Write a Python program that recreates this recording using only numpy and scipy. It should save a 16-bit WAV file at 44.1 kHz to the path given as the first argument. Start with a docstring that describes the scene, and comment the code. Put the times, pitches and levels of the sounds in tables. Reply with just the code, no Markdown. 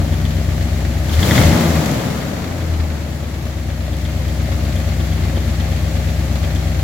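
"""A showroom hall, behind a big idling V8. One stab of the throttle makes it roar and ducks the
recorder's gain; the engine sinks back and settles while the gain recovers. The tailpipes boom on
the engine's orders and puff at every firing, and ragged burns bark through the mufflers off idle.
The fan hums, the valve gear clatters over rushing air, and ticks and knocks ring the manifold and
the block. The carburettor gulps and hisses while the throttle is open."""
import sys
import numpy as np
from scipy import signal
from scipy.fft import rfft, irfft, next_fast_len
from scipy.io import wavfile
from scipy.ndimage import uniform_filter1d, minimum_filter1d

SR = 44100
rng = np.random.default_rng(int(sys.argv[2]) if len(sys.argv) > 2 else 0)


def unload_audio(sound):
    """Save the sound as a 16-bit wav file, at the path given as the first command line argument."""
    columns = np.transpose(np.atleast_2d(sound))
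    # keep every value between -1 and 1, then stretch to whole-number steps
    steps = np.round(np.clip(columns, -1, 1) * 32767)
    wavfile.write(sys.argv[1], SR, steps.astype(np.int16))


N = 301203

# response of pipes and mufflers: (frequency [Hz], gain [dB])
PIPE_RESPONSE = [(22, -36), (40, 3), (55, -6), (66, 12), (90, 5.5), (108, -16), (135, -0.5), (148, -6),
                 (156, 3), (163, -5.5), (190, -13), (232, -6.5), (255, -11.5), (280, -16.5), (312, -11),
                 (420, -22.5), (800, -54)]
# gas puffs at the tailpipes: (frequency [Hz], level [dB])
PUFF_SPECTRUM = [(120, -23), (300, 3), (400, -1), (480, -5.5), (545, 4.5), (620, 1.5), (700, 0), (800, -4),
                 (1000, -12), (1300, -13.5), (2200, -19.5), (5000, -71)]

IDLE_HZ = 67.3   # firings per second; eight firings make one engine cycle
OPEN_S, OPENING_S, CLOSE_S, CLOSING_S = 1.03, 0.21, 1.385, 0.13   # the throttle stab
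PUFF_LAW = dict(idle_db=-34, doubling_db=9.86, load_db=0.14)
CLATTER_LAW = dict(idle_db=-37.5, doubling_db=8.8, load_db=3.1)


def from_db(db):
    """Decibels to gain."""
    return 10 ** (np.asarray(db) / 20)


def rms_one(x):
    """Scale to unit power."""
    return x / np.sqrt(np.mean(x ** 2) + 1e-20)


def at_hz(points, hz):
    """Read a spectrum on a log-frequency axis."""
    f, value = np.transpose(points)
    return np.interp(np.log(np.maximum(hz, 1)), np.log(f), value)


def shaped(x, gain_at):
    """Filter with a gain given as a function of frequency."""
    size = next_fast_len(N + SR // 2)
    return irfft(rfft(x, size) * gain_at(np.arange(size // 2 + 1) * SR / size), size)[..., :N]


def coloured(x, spectrum):
    """EQ x with a spectrum, rolling off below its first point."""
    return shaped(x, lambda hz: from_db(at_hz(spectrum, hz)) * np.minimum(hz / spectrum[0][0], 1) ** 2)


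def drift(hz):
    """Slow random wander of unit spread."""
    step = 40   # samples per control point
    r = np.exp(-2 * np.pi * hz * step / SR)
    slow = signal.lfilter([1], [1, -2 * r, r * r], rng.standard_normal(N // step + 2002))[2000:]
    return np.interp(np.arange(N) / step, np.arange(len(slow)), rms_one(slow))


def evened(x):
    """Hold the level steady over about one engine cycle, leaving the throb inside it."""
    power = np.mean(np.atleast_2d(x) ** 2, axis=0)
    power = uniform_filter1d(uniform_filter1d(power, size=5300), size=2600)
    return x / np.sqrt(np.maximum(power, 1e-12))


def spread(mid, side):
    """The hall makes the two ears less alike towards the treble."""
    # likeness of the two ears: (frequency [Hz], correlation)
    ear_likeness = [(60, .995), (125, .975), (250, .91), (500, .58), (1000, .25), (2000, .2), (4000, -.03),
                    (15000, -.03)]

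    def width(hz):
        likeness = at_hz(ear_likeness, hz)
        return np.sqrt((1 - likeness) / (1 + likeness))
    return mid + shaped(side, width) * [[1], [-1]]


def hall(x, wet_db, t60_s=0.99):
    """Mid and side: direct sound plus a diffuse tail, and a second tail for width."""
    t = np.arange(int(t60_s * SR)) / SR
    tails = rng.standard_normal((2, len(t))) * from_db(-60 * t / t60_s) * (t > .004)
    tails /= np.sqrt(np.sum(tails ** 2, axis=1, keepdims=True))
    mid, side = signal.fftconvolve(x[None], tails, axes=1)[:, :N] * from_db(wet_db)
    return x + mid, side


def gated_noise(gate, spectrum):
    """Stereo turbulence that swells with the gate; its mid signal has unit power."""
    mid, side = coloured(rng.standard_normal((2, N)) * gate, spectrum)
    return spread(rms_one(mid), rms_one(side))


def firing_gate(firings, decay, scatter_db, floor):
    """A burst per firing (decay in firings); cylinders differ in strength and no two burns are alike."""
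    cylinder_db = np.array([-4.0, -5.0, -11.5, -6.5, -8.5, -8.0, -8.5, -15.0])
    index = firings.astype(int)
    strength = from_db(cylinder_db[index % 8] + scatter_db * rng.standard_normal(N // 100)[index])
    return floor + strength * np.exp(-(firings % 1) / decay)


def near(hz, centre_hz, width):
    """1 on a resonance, 0 far from it; width is a share of its pitch."""
    return np.exp(-(np.log(hz / centre_hz) / width) ** 2)


def throttle(lag_s=0):
    """The pedal goes down, stays a moment and is let go: 0 shut, 1 open."""
    t = np.arange(N) / SR - lag_s
    return np.clip((t - OPEN_S) / OPENING_S, 0, 1) * np.clip(1 - (t - CLOSE_S) / CLOSING_S, 0, 1)


def loudness_db(rate, idle_db, doubling_db, load_db):
    """A part grows louder with each doubling of engine speed and with an open throttle."""
    return idle_db + doubling_db * np.log2(rate / IDLE_HZ) + load_db * throttle()


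def pipe_db(rate, idle_db, off_idle_db, flow_db, resonant_db):
    """A level that shifts off idle, with gas flow, and as both banks or one hit the pipe resonance."""
    boom_hz, width = 80.2, 0.057
    off_idle = 1 - np.exp(-np.maximum(rate / IDLE_HZ - 1, 0) / 0.14)   # 14% faster breaks the even beat
    flow = throttle(lag_s=0.054) * rate / IDLE_HZ   # the gas reaches the tailpipes after the pedal
    resonant = near(rate, boom_hz, width) + near(rate / 2, boom_hz, width)
    return idle_db + off_idle_db * off_idle + flow_db * flow + resonant_db * resonant


def pipe_tones(firings, rate, waver=.09):
    """The engine's orders sweep through the pipe resonances, each wavering a little."""
    # uneven firing of the two banks: (order [multiple of the cycle rate], level [dB])
    engine_orders = [(4, -8.5), (5, -14), (6, -16), (8, 1), (9, -14), (10, -2), (11, 6), (12, -1),
                     (13, -25), (15, -7.5), (16, -18), (19, -4.5), (24, -13), (27, -3.5), (28, -14),
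                     (29, -7.5), (33, -32), (36, -3.5), (38, -16.5)]
    out = 0
    for order, level_db in engine_orders:
        ratio = order / 8
        # reflections delay the higher orders unevenly
        angle = 2 * np.pi * ratio * firings + ratio * rng.standard_normal()
        wobble = drift(5) * np.cos(angle) + drift(5) * np.sin(angle)
        tone = np.cos(angle) + waver * np.sqrt(ratio) * wobble
        out = out + from_db(level_db + at_hz(PIPE_RESPONSE, ratio * rate)) * tone
    return evened(out)


def exhaust(firings, rate):
    """Clean orders over burble and gas puffs; a ragged roar takes over through the rev and run-down."""
    def low_band(hz):
        return 1 / (1 + (hz / 112) ** 12)   # crossover between boom and growl
    tones = pipe_tones(firings, rate)
    burble = gated_noise(firing_gate(firings, decay=0.56, scatter_db=1, floor=0.045), PIPE_RESPONSE)
    roar_db = pipe_db(rate, idle_db=-33, off_idle_db=37.5, flow_db=-0.5, resonant_db=-6.5)
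    roar = from_db(roar_db) * ragged_roar(firings)
    boom = shaped(tones + from_db(-20) * burble + from_db(-1) * roar, low_band)
    boom_db = pipe_db(rate, idle_db=-18.5, off_idle_db=-5, flow_db=4, resonant_db=10)
    growl = shaped(tones + from_db(-14) * burble + from_db(5) * roar, lambda hz: 1 - low_band(hz))
    # when the idle sags, the 19th order meets a narrow resonance
    drone_db = 4 * near(rate * 19 / 8, centre_hz=154.55, width=0.015)
    growl_db = loudness_db(rate, idle_db=-25, doubling_db=10, load_db=2.4) + drone_db
    puffs = gated_noise(firing_gate(firings, decay=0.37, scatter_db=-6, floor=1), PUFF_SPECTRUM)
    puffs *= from_db(loudness_db(rate, **PUFF_LAW))
    return from_db(boom_db) * evened(boom) + from_db(growl_db) * evened(growl) + puffs


def pipe_rasp(firings, rate):
    """The steep front of every exhaust pulse rings the tailpipes and the hall."""
    fronts = np.diff(np.floor(firings), prepend=0)
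    fronts *= firing_gate(firings, decay=.5, scatter_db=5, floor=0)
    rasp = spread(*hall(coloured(fronts, PUFF_SPECTRUM), wet_db=12.5))
    return from_db(loudness_db(rate, **PUFF_LAW) - 3) * evened(rasp)


def fan(firings, blade_ratio=1.818):
    """A hum from the belt drive, likely the fan's blades, a little under twice the firing rate."""
    level = from_db(-32.5 + drift(7.4))
    return level * np.sqrt(2) * np.sin(2 * np.pi * blade_ratio * firings + .5 * drift(1.9))


def engine_bay(firings, rate):
    """Valve gear clatters in step with the firings over a smooth rush of air."""
    # valve gear, belts and block: (frequency [Hz], level [dB])
    clatter_spectrum = [(700, -34), (1150, 2), (1400, -2), (1700, 2), (2100, 2.5), (2700, -2), (3300, -3.5),
                        (4500, -4.5), (5100, -12), (7400, -18.5), (9000, -47)]
    # air through fan and carburettor: (frequency [Hz], level [dB])
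    rush_spectrum = [(1500, -6), (4000, 0), (5800, 2), (7600, 1.5), (8400, -7), (9700, -6), (10800, -3.5),
                     (13000, -4), (15800, -6.5)]
    clatter = gated_noise(firing_gate(firings, decay=1, scatter_db=4.5, floor=1), clatter_spectrum)
    rush = gated_noise(firing_gate(firings, decay=0.42, scatter_db=9, floor=6.4), rush_spectrum)
    rush_db = loudness_db(rate, idle_db=-41.5, doubling_db=9.9, load_db=5)
    return from_db(loudness_db(rate, **CLATTER_LAW)) * clatter + from_db(rush_db) * rush


def struck_metal(hits, modes, rattle):
    """Each hit rings every mode with its own strength and rebounds once; rattle adds faint taps."""
    hit_s, hit_db = np.transpose(hits)
    scatter_db = 1.5 * rng.standard_normal((len(hit_s), len(modes)))
    rebound_s = hit_s + rng.uniform(.003, .009, len(hit_s))
    swell = np.exp(-1 / (.0012 * SR))   # the ring takes about a millisecond to spread over the casting
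    bandpass = np.array([1, 0, -1]) * (1 - swell ** 2) / 2
    out = 0
    for k, (hz, t60, level_db) in enumerate(modes):
        blows = rattle * rng.standard_normal(N)
        blows[(hit_s * SR).astype(int)] = from_db(hit_db + scatter_db[:, k])
        blows[(rebound_s * SR).astype(int)] = -.5 * from_db(hit_db - scatter_db[:, k])
        r, w = from_db(-60 / (t60 * SR)), 2 * np.pi * hz / SR
        ping = signal.lfilter([0, np.sin(w)], [1, -2 * r * np.cos(w), r * r], blows + 1e-18)
        ping = signal.lfilter(bandpass, [1, -2 * swell * np.cos(w), swell ** 2], ping)
        out = out + (-1) ** k * from_db(level_db) * ping
    return out


def ticks_and_knocks(firings, rate):
    """Ticks ping the manifold; knocks and a tap per firing ring the block too. All echo in the hall."""
    # single ticks, loud and light, on top of the faint one per cycle: (time [s], level [dB])
    single_ticks = [(0.132, -35), (0.2516, -30), (1.0939, -30), (3.695, -35), (3.93, -33), (4.0513, -30),
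                    (4.2867, -34), (4.7622, -34), (5.003, -33.5), (5.1223, -37), (5.365, -33), (5.6064, -31),
                    (5.7229, -34), (6.4388, -33), (6.5577, -32)]
    # under load one cylinder knocks every cycle: (time [s], block level [dB], manifold level [dB])
    load_knocks = [(1.1344, -31, -29), (1.2281, -28, -17.5), (1.3094, -10, -23), (1.3778, -9, -21),
                   (1.4341, -20, -23)]
    # ring of the manifold: (frequency [Hz], t60 [s], level [dB])
    manifold_modes = [(1650, .02, -8), (2060, .02, -8), (3080, .018, -6), (3240, .026, -2),
                      (3490, .024, -2.5), (3720, .016, -7), (4500, .014, -9)]
    # ring of the block: (frequency [Hz], t60 [s], level [dB])
    block_modes = [(1450, .025, -6), (1720, .022, -7), (1930, .028, -2), (2130, .028, -1), (3400, .015, -9)]
    force = from_db(loudness_db(rate, **CLATTER_LAW))
    taps = force * from_db(2.5 * throttle()) * np.diff(np.floor(firings), prepend=0)   # harder under load
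    valve = force * np.diff(np.floor((firings - .65) / 8), prepend=-1)   # one faint tick per cycle
    # the dB offsets set how well each blow reaches the modes
    pings = [(s, db + 4.5) for s, db in single_ticks] + [(s, db + 4) for s, _, db in load_knocks]
    knocks = [(s, db - 2.5) for s, db, _ in load_knocks]
    manifold = struck_metal(pings, manifold_modes, rattle=from_db(-11) * taps + from_db(-4) * valve)
    block = struck_metal(knocks, block_modes, rattle=from_db(-5.5) * taps)
    return spread(*hall(manifold + block, wet_db=-6))


def ragged_roar(firings):
    """Very uneven pulses bark through the mufflers and the hall, with turbulence behind each."""
    # ragged burns through the mufflers: (frequency [Hz], level [dB])
    roar_spectrum = [(45, -11), (62, 6), (86, -2), (112, 6.5), (165, 6), (195, 2), (240, 3), (285, -3),
                     (322, 1.5), (365, -12.5), (420, -6), (520, -10), (750, -13), (1150, -16),
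                     (1500, -18.5), (2500, -36.5), (8000, -60)]
    pulses = firing_gate(firings, decay=.08, scatter_db=5.5, floor=0)
    pulses -= uniform_filter1d(pulses, size=900)   # take out the steady flow
    bark = spread(*hall(coloured(pulses, roar_spectrum), wet_db=2))
    turbulence = gated_noise(firing_gate(firings, decay=0.33, scatter_db=4, floor=1), roar_spectrum)
    return .55 * evened(bark) + .83 * turbulence


def intake(gulp_after_s=0.107, gulp_width_s=0.022):
    """The carburettor gulps as the throttle cracks open and hisses until it shuts."""
    # air sucked past the throttle: (frequency [Hz], level [dB])
    hiss_spectrum = [(1000, -8), (1400, -8), (3000, 10), (8500, -4.5), (11000, -1), (15800, -2)]
    gulp = np.exp(-((np.arange(N) / SR - OPEN_S - gulp_after_s) / gulp_width_s) ** 2)
    flow = from_db(-33.5) * gulp + from_db(-32.5) * throttle() ** 4
    return flow * gated_noise(from_db(drift(30)), hiss_spectrum)


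def gain_control(x, limit_db=-11.5, duck_s=0.16, hold_s=1.88, recover_db_per_s=4.5):
    """Sound above the limit turns the gain down; it is held there, then creeps back."""
    power = uniform_filter1d(np.mean(x ** 2, axis=0), size=4400)
    over_db = np.maximum(10 * np.log10(np.maximum(power, 1e-12)) - limit_db, 0)
    hold = int(hold_s * SR)
    held_db = -minimum_filter1d(-over_db, hold, origin=(hold - 1) // 2, mode="nearest")
    creep_db = recover_db_per_s * np.arange(N) / SR
    cut_db = np.maximum.accumulate(held_db + creep_db) - creep_db
    lag = np.exp(-1 / (duck_s * SR))
    return x * from_db(-signal.lfilter([1 - lag], [1, -lag], cut_db))


def scene():
    """The engine follows the crankshaft and the pedal; the car stands a little to the left."""
    # idle, rev and run-down: (time [s], firing rate [Hz])
    engine_speed = [(0.0, 65.01), (1.03, 67.18), (1.19, 80.48), (1.33, 111.03), (1.46, 160.24),
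                    (1.57, 173.42), (1.8, 155.43), (2.18, 104.9), (2.45, 88.41), (3.03, 73.58),
                    (3.7, 67.48), (4.75, 67.33), (5.2, 65.74), (5.8, 67.66), (6.83, 66.28)]
    # stereo balance: (frequency [Hz], left minus right [dB])
    left_lean = [(60, 3.5), (150, 3.3), (380, 2), (950, 2.6), (2380, 0.99), (5980, 4.9), (15000, 6.4)]
    rate = np.interp(np.arange(N) / SR, *np.transpose(engine_speed))
    firings = np.cumsum(rate) / SR
    tailpipes = exhaust(firings, rate) + pipe_rasp(firings, rate)
    engine = fan(firings) + engine_bay(firings, rate) + intake() + ticks_and_knocks(firings, rate)
    return shaped(tailpipes + engine, lambda hz: from_db(at_hz(left_lean, hz) * [[.5], [-.5]]))


def record(dry):
    """The microphone sheds the deepest bass, the roar ducks the gain, peaks clip and the top is cut."""
    rumble_cut = signal.butter(2, 28, "high", fs=SR, output="sos")
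    ducked = gain_control(signal.sosfilt(rumble_cut, dry))
    cutoff_hz = 15950
    return shaped(np.clip(ducked, -1, 1), lambda hz: 1 / np.sqrt(1 + (hz / cutoff_hz) ** 400))


dry = scene()
out = record(dry)
unload_audio(out)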